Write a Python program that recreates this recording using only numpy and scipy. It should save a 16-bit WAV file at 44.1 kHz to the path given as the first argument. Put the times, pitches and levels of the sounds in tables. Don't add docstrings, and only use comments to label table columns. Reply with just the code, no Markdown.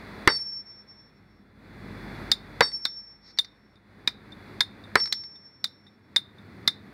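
import sys
import numpy as np
from scipy import signal
from scipy.fft import rfft, irfft
from scipy.io import wavfile

SR = 44100
rng = np.random.default_rng(int(sys.argv[2]) if len(sys.argv) > 2 else 0)


def transcribe(u):
    v = np.clip(np.atleast_2d(u).T, -1, 1)
    q = np.round(v * 32767).astype(np.int16)
    wavfile.write(sys.argv[1], SR, q)


N = 305613


def amp(db):
    return 10 ** (np.asarray(db) / 20)


def unit(x):
    return x / np.sqrt(np.mean(x ** 2) + 1e-20)


def read(points, hz):
    point_hz, value = np.transpose(points)
    return np.interp(np.log(hz + 1), np.log(point_hz + 1), value)


def level(rows):
    s, db = np.transpose(rows)
    return amp(np.interp(np.arange(N) / SR, s, db, -140, -140))


def add(mix, s, sound):
    part = mix[max(round(s * SR), 0):][:len(sound)]
    part += sound[:len(part)]


def noise(colour, size):
    hz = np.fft.rfftfreq(size, 1 / SR)
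    spectrum = rfft(rng.standard_normal(size)) * amp(read(colour, hz))
    return unit(irfft(spectrum, size))


def wander(rate_hz, size=N):
    hz = np.fft.rfftfreq(size, 1 / SR)
    spectrum = rfft(rng.standard_normal(size)) * np.exp(-(hz / rate_hz) ** 2)
    return unit(irfft(spectrum, size))


def burst(colour, rise, hold, t60, tail_db, tail_t60):
    t = np.arange(SR // 3) / SR
    after = np.maximum(t - hold, 0)
    crush = amp(-60 * after / t60)
    crumbs = amp(tail_db + 2.3 * wander(250, size=len(t))) * amp(-60 * after / tail_t60)
    shape = (1 - np.exp(-t / rise)) * (crush + crumbs)
    sound = noise(colour, len(t)) * shape
    return sound * np.linalg.norm(shape) / np.linalg.norm(sound)


def ring(modes, rise, detune, flutter_db):
    t = np.arange(SR // 2) / SR
    out = np.zeros(len(t))
    for hz, db, t60 in modes:
        decay_db = -60 * t / t60
        flutter = flutter_db * wander(35, size=len(t))
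        cycles = hz * (1 + detune * rng.standard_normal()) * t + rng.random()
        out += amp(db + decay_db + flutter) * np.sin(2 * np.pi * cycles)
    return out * (1 - np.exp(-t / rise))


# start_s, thud_db, crumbs_db, crack_db, low_db, high_db, sing_db, rebound_m_per_s
BLOWS = [(0.2746, -0.5, -15.5, -14.5, -20, -20.5, -27, 0.61),
         (2.6072, -5.5, -13, -11.5, -16.5, -19.5, -29, .36),
         (4.9554, -8, -11, -13, -39.5, -26.5, -30.5, 0.28)]
# pitch_hz, relative_level_db, t60_s
HEAD_MODES = [(3778, -3, 0.13), (4570, 9, .18), (8000, -17.5, 0.2), (8420, -18.5, 0.16), (9200, -22.5, .34),
              (14160, -40, .22)]
# frequency_hz, relative_density_db
THUD_COLOUR = [(25, -19), (60, -18), (150, -16), (300, -7), (450, 4.5), (640, -8.5), (900, -0.5), (1300, 0),
               (2050, 1.5), (2600, -17.5), (3100, -19), (4200, -16), (6500, -42.5), (16000, -59)]
# frequency_hz, relative_density_db
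CRACK_COLOUR = [(200, -37), (2000, -28), (2800, -23), (3250, -14), (3700, 4.5), (4200, 0.5), (5000, -0.5),
                (6200, -16.5), (7500, -20.5), (10000, -28.5), (15000, -31.5)]
# centre_s, half_length_s, depth_db
TURNS = [(0.387, 0.0084, -4.5), (.645, 0.021, -18), (0.848, 0.032, -20), (1.203, 0.12, -15),
         (2.715, 0.02, -11), (3.19, 0.052, -12), (3.552, 0.1, -9.5), (5.307, 0.036, -8.5),
         (5.515, 0.018, -9), (5.997, 0.04, -10.5)]
SING_HZ = 5433


def sledge():
    out, singing, t = np.zeros(N), np.zeros(N), np.arange(N) / SR
    for s, thud_db, crumbs_db, crack_db, low_db, high_db, sing_db, rebound in BLOWS:
        thud = burst(THUD_COLOUR, rise=0.0004, hold=0.0013, t60=0.024, tail_db=crumbs_db, tail_t60=0.11)
        crack = burst(CRACK_COLOUR, rise=0.00014, hold=0.0015, t60=0.0047, tail_db=-28.0, tail_t60=0.07)
        modes = [(hz, db + (low_db if hz < SING_HZ else high_db), t60) for hz, db, t60 in HEAD_MODES]
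        add(out, s, amp(thud_db) * thud)
        add(out, s, amp(crack_db) * crack)
        add(out, s + 0.003, ring(modes, rise=0.032, detune=0.00063, flutter_db=4.5))
        add(singing, s, amp(sing_db) * sing(rebound))
    turned_db = sum(depth_db * np.exp(-((t - s) / length) ** 2) for s, length, depth_db in TURNS)
    return out + singing * amp(turned_db)


SING_RISE_S, SING_T60_S, BRAKE_S = 0.022, 1.43, 0.8
ECHO_SHARE = 0.29
SOUND_M_PER_S = 343
STILL_AFTER_S, STILL_DB_PER_S = 1.1, 150.5


def sing(rebound):
    t = np.arange(3 * SR // 2) / SR
    closeness = np.exp(-t / BRAKE_S)
    gap_m = rebound * BRAKE_S * (1 - closeness)
    echo_delay = 2 * gap_m / SOUND_M_PER_S
    direct = np.sin(2 * np.pi * SING_HZ * t)
    echo = ECHO_SHARE * closeness * np.sin(2 * np.pi * SING_HZ * (t - echo_delay))
    decay_db = -60 * t / SING_T60_S
    grip_db = -STILL_DB_PER_S * np.maximum(t - STILL_AFTER_S, 0)
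    flutter_db = 2.7 * wander(26, size=len(t))
    rise = 1 - np.exp(-(t / SING_RISE_S) ** 2)
    return np.sqrt(2) * rise * amp(decay_db + grip_db + flutter_db) * (direct - echo)


# start_s, crack_db, knock_db, ring_db, stone_pitch_hz
STROKES = [(2.3157, -13, -27.5, -8.5, 1850), (2.8522, -19, -28, -21, 1350),
           (3.387, -16.5, -32.5, -8.5, 1895), (3.7558, -67, -75, -50, 1950), (4.0745, -15, -23, -22, 2410),
           (4.32, -55, -54, -39.5, 1950), (4.606, -15.5, -21.5, -8, 1673),
           (4.838, -56.5, -67.5, -39.5, 1940), (5.1249, -18, -32.5, -37, 2000),
           (5.356, -61, -69, -51, 1920), (5.642, -19.5, -33, -18, 1947), (5.866, -64, -65, -44, 1930),
           (6.1613, -19, -25.5, -6.5, 1920), (6.3828, -67, -78, -47, 1920), (6.676, -13, -23, -11, 2033)]
# pitch_hz, relative_level_db, t60_s
CHISEL_MODES = [(3554, -7.5, .06), (3628, -1.5, 0.066), (3674, -5.5, 0.057), (3810, -10, 0.06),
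                (4182, -25.5, .06), (7160, -32, 0.065), (8905, -26.5, 0.061), (9320, -37, 0.086),
                (10400, -39, .09), (10600, -44.5, .07), (12950, -45.5, .07), (15150, -43, 0.088)]
# frequency_hz, relative_density_db
KNOCK_COLOUR = [(60, -26), (220, 0.5), (500, -17), (900, -5.5), (1400, -1.5), (2100, 3), (2700, -15),
                (3300, -18.5), (6000, -38.5)]


def chisel():
    out = np.zeros(N)
    for s, crack_db, knock_db, ring_db, stone_hz in STROKES:
        crack = burst(CRACK_COLOUR, rise=0.00019, hold=0.003, t60=0.015, tail_db=-18.5, tail_t60=0.1)
        knock = burst(KNOCK_COLOUR, rise=0.0014, hold=0.0032, t60=0.01713, tail_db=-16, tail_t60=0.097)
        stone_note = ring([(stone_hz, 2, 0.028)], rise=0.00044, detune=0.0023, flutter_db=5.5)
        steel = ring(CHISEL_MODES, rise=0.0026, detune=0.0055, flutter_db=3.0)
        add(out, s, amp(crack_db) * crack)
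        add(out, s, amp(knock_db) * knock)
        add(out, s, amp(knock_db) * stone_note)
        add(out, s, amp(ring_db) * steel)
    return out


# start_s, level_db
CHIPS = [(0.388, -48), (.392, -56), (.677, -69), (0.887, -68), (.968, -77), (2.716, -44.5), (3.3744, -43.5),
         (3.446, -42), (5, -33), (5.035, -40), (5.057, -33.5), (5.074, -40.5), (5.236, -46)]
# time_s, level_db
SCUFF = [(3.22, -75.5), (3.26, -59.5), (3.31, -56), (3.34, -76)]
# frequency_hz, relative_density_db
CHIP_COLOUR = [(300, -23.5), (1200, -10), (2100, -0.5), (3000, -22.5), (3800, -2.5), (4700, 3.5),
               (6000, -9), (7500, -27), (15000, -38.5)]


def gravel():
    grains = amp(1.5 * wander(300))
    out = level(SCUFF) * unit(noise(CHIP_COLOUR, N) * grains)
    for s, db in CHIPS:
        chip = burst(CHIP_COLOUR, rise=0.00028, hold=0.0022, t60=0.029, tail_db=-22.0, tail_t60=0.084)
        add(out, s, amp(db) * chip)
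    return out


# frequency_hz, t60_s
SCATTER = [(200, 0.21), (1500, 0.15), (3700, 0.29), (6000, 0.16), (14000, 0.24)]


def rubble(x):
    hz, t, bands = signal.stft(rng.standard_normal(SR // 2), SR, nperseg=256)
    decay = amp(-60 * t / read(SCATTER, hz)[:, None])
    tail = signal.istft(bands * decay, SR, nperseg=256)[1]
    tail = tail * (1 - np.exp(-np.arange(len(tail)) / SR / 0.0036))
    return signal.fftconvolve(x, tail / np.linalg.norm(tail))[:N]


# time_s, rumble_db, hiss_db, deepest_machine_tone_db
QUIET = [(0, -62, -62.5, -75), (0.901, -61, -62, -71), (1.35, -59, -65, -68), (2.1, -59, -63, -68),
         (3.1, -64.5, -64.5, -69), (4.399, -59.5, -63, -74), (5.502, -62, -64, -81), (6.1, -60.5, -65, -85),
         (6.93, -59, -66, -86.5)]
# frequency_hz, relative_density_db
RUMBLE_COLOUR = [(20, -27), (40, -26), (62, -11), (85, 2.5), (130, 1), (210, 1), (300, -1), (420, -7.5),
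                 (700, -47.5)]
# frequency_hz, relative_density_db
AIR_COLOUR = [(150, -17.5), (400, -1.5), (650, -5), (1200, -6), (2050, -5), (2450, -11.5), (2750, -20.5),
              (3100, -25.5), (3600, -17), (4400, -16), (5500, -28.5), (7000, -36), (10000, -34.5),
              (15000, -40)]
# pitch_hz, level_beside_rumble_db
DRONE = [(102, -10), (203.5, -8), (210.8, -12.5)]
# pitch_hz, level_beside_hiss_db
WHINE = [(3445, -20), (3540, -29), (13720, -41)]
RUMBLE_FOLLOWS = 0.87


def quarry():
    s, *columns = np.transpose(QUIET)
    rumble_db, hiss_db, deep_db = (np.interp(np.arange(N) / SR, s, db) for db in columns)
    rise_db = swell()
    low = noise(RUMBLE_COLOUR, N) + tones(DRONE, waver_hz=3.5, throb_db=3.5)
    hiss = amp(0.5 * wander(11)) * noise(AIR_COLOUR, N)
    high = hiss + tones(WHINE, waver_hz=2.8, throb_db=2.5)
    deep = tones([(51, 0.0052)], waver_hz=0.98, throb_db=1.5)
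    low = low * amp(rumble_db + RUMBLE_FOLLOWS * rise_db)
    return low + high * amp(hiss_db + rise_db) + deep * amp(deep_db + rise_db)


def tones(lines, waver_hz, throb_db):
    out = np.zeros(N)
    for hz, db in lines:
        strength = amp(db + throb_db * wander(32)) * np.sqrt(2)
        cycles = np.cumsum(hz + waver_hz * wander(12)) / SR
        out += strength * np.sin(2 * np.pi * cycles)
    return out


# start_s, height_db
SWELLS = [(-.5, 18), (1.53, 21), (3.86, 15.5), (6.03, 16)]
SWELL_RISE_S, SWELL_SINK_S = 0.26, 0.1
DIP_ABOVE_DB, DIP_SHARE, DIP_S = -30, 0.46, 0.35


def swell():
    t, rise_db = np.arange(N) / SR, np.zeros(N)
    for start, height_db in SWELLS:
        end = min([s for s, *_ in BLOWS if s > start], default=t[-1])
        climb = 1 - np.exp(-np.maximum(t - start, 0) / SWELL_RISE_S)
        sink = np.exp(-np.maximum(t - end, 0) / SWELL_SINK_S)
        rise_db += height_db * climb * sink
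    for s, crack_db, *_ in STROKES:
        if crack_db > DIP_ABOVE_DB:
            rise_db *= 1 - DIP_SHARE * (t > s) * np.exp(-((t - s) / DIP_S) ** 2)
    return rise_db


def scene():
    near, beside = sledge(), chisel()
    scatter = rubble(amp(-27.5) * near + amp(-25.0) * beside)
    mix = near + beside + gravel() + quarry() + scatter
    width = amp(-42) * rubble(mix)
    return np.array([mix + width, mix - width])


EDGE_HZ = 15900


def record(dry):
    ceiling = 0.52
    clipped = dry / (1 + (dry / ceiling) ** 8) ** (1 / 8)
    lowpass = signal.firwin(255, EDGE_HZ, window=("kaiser", 9), fs=SR)
    return signal.oaconvolve(clipped, lowpass[None], "same")


dry = scene()
out = record(dry)
transcribe(out)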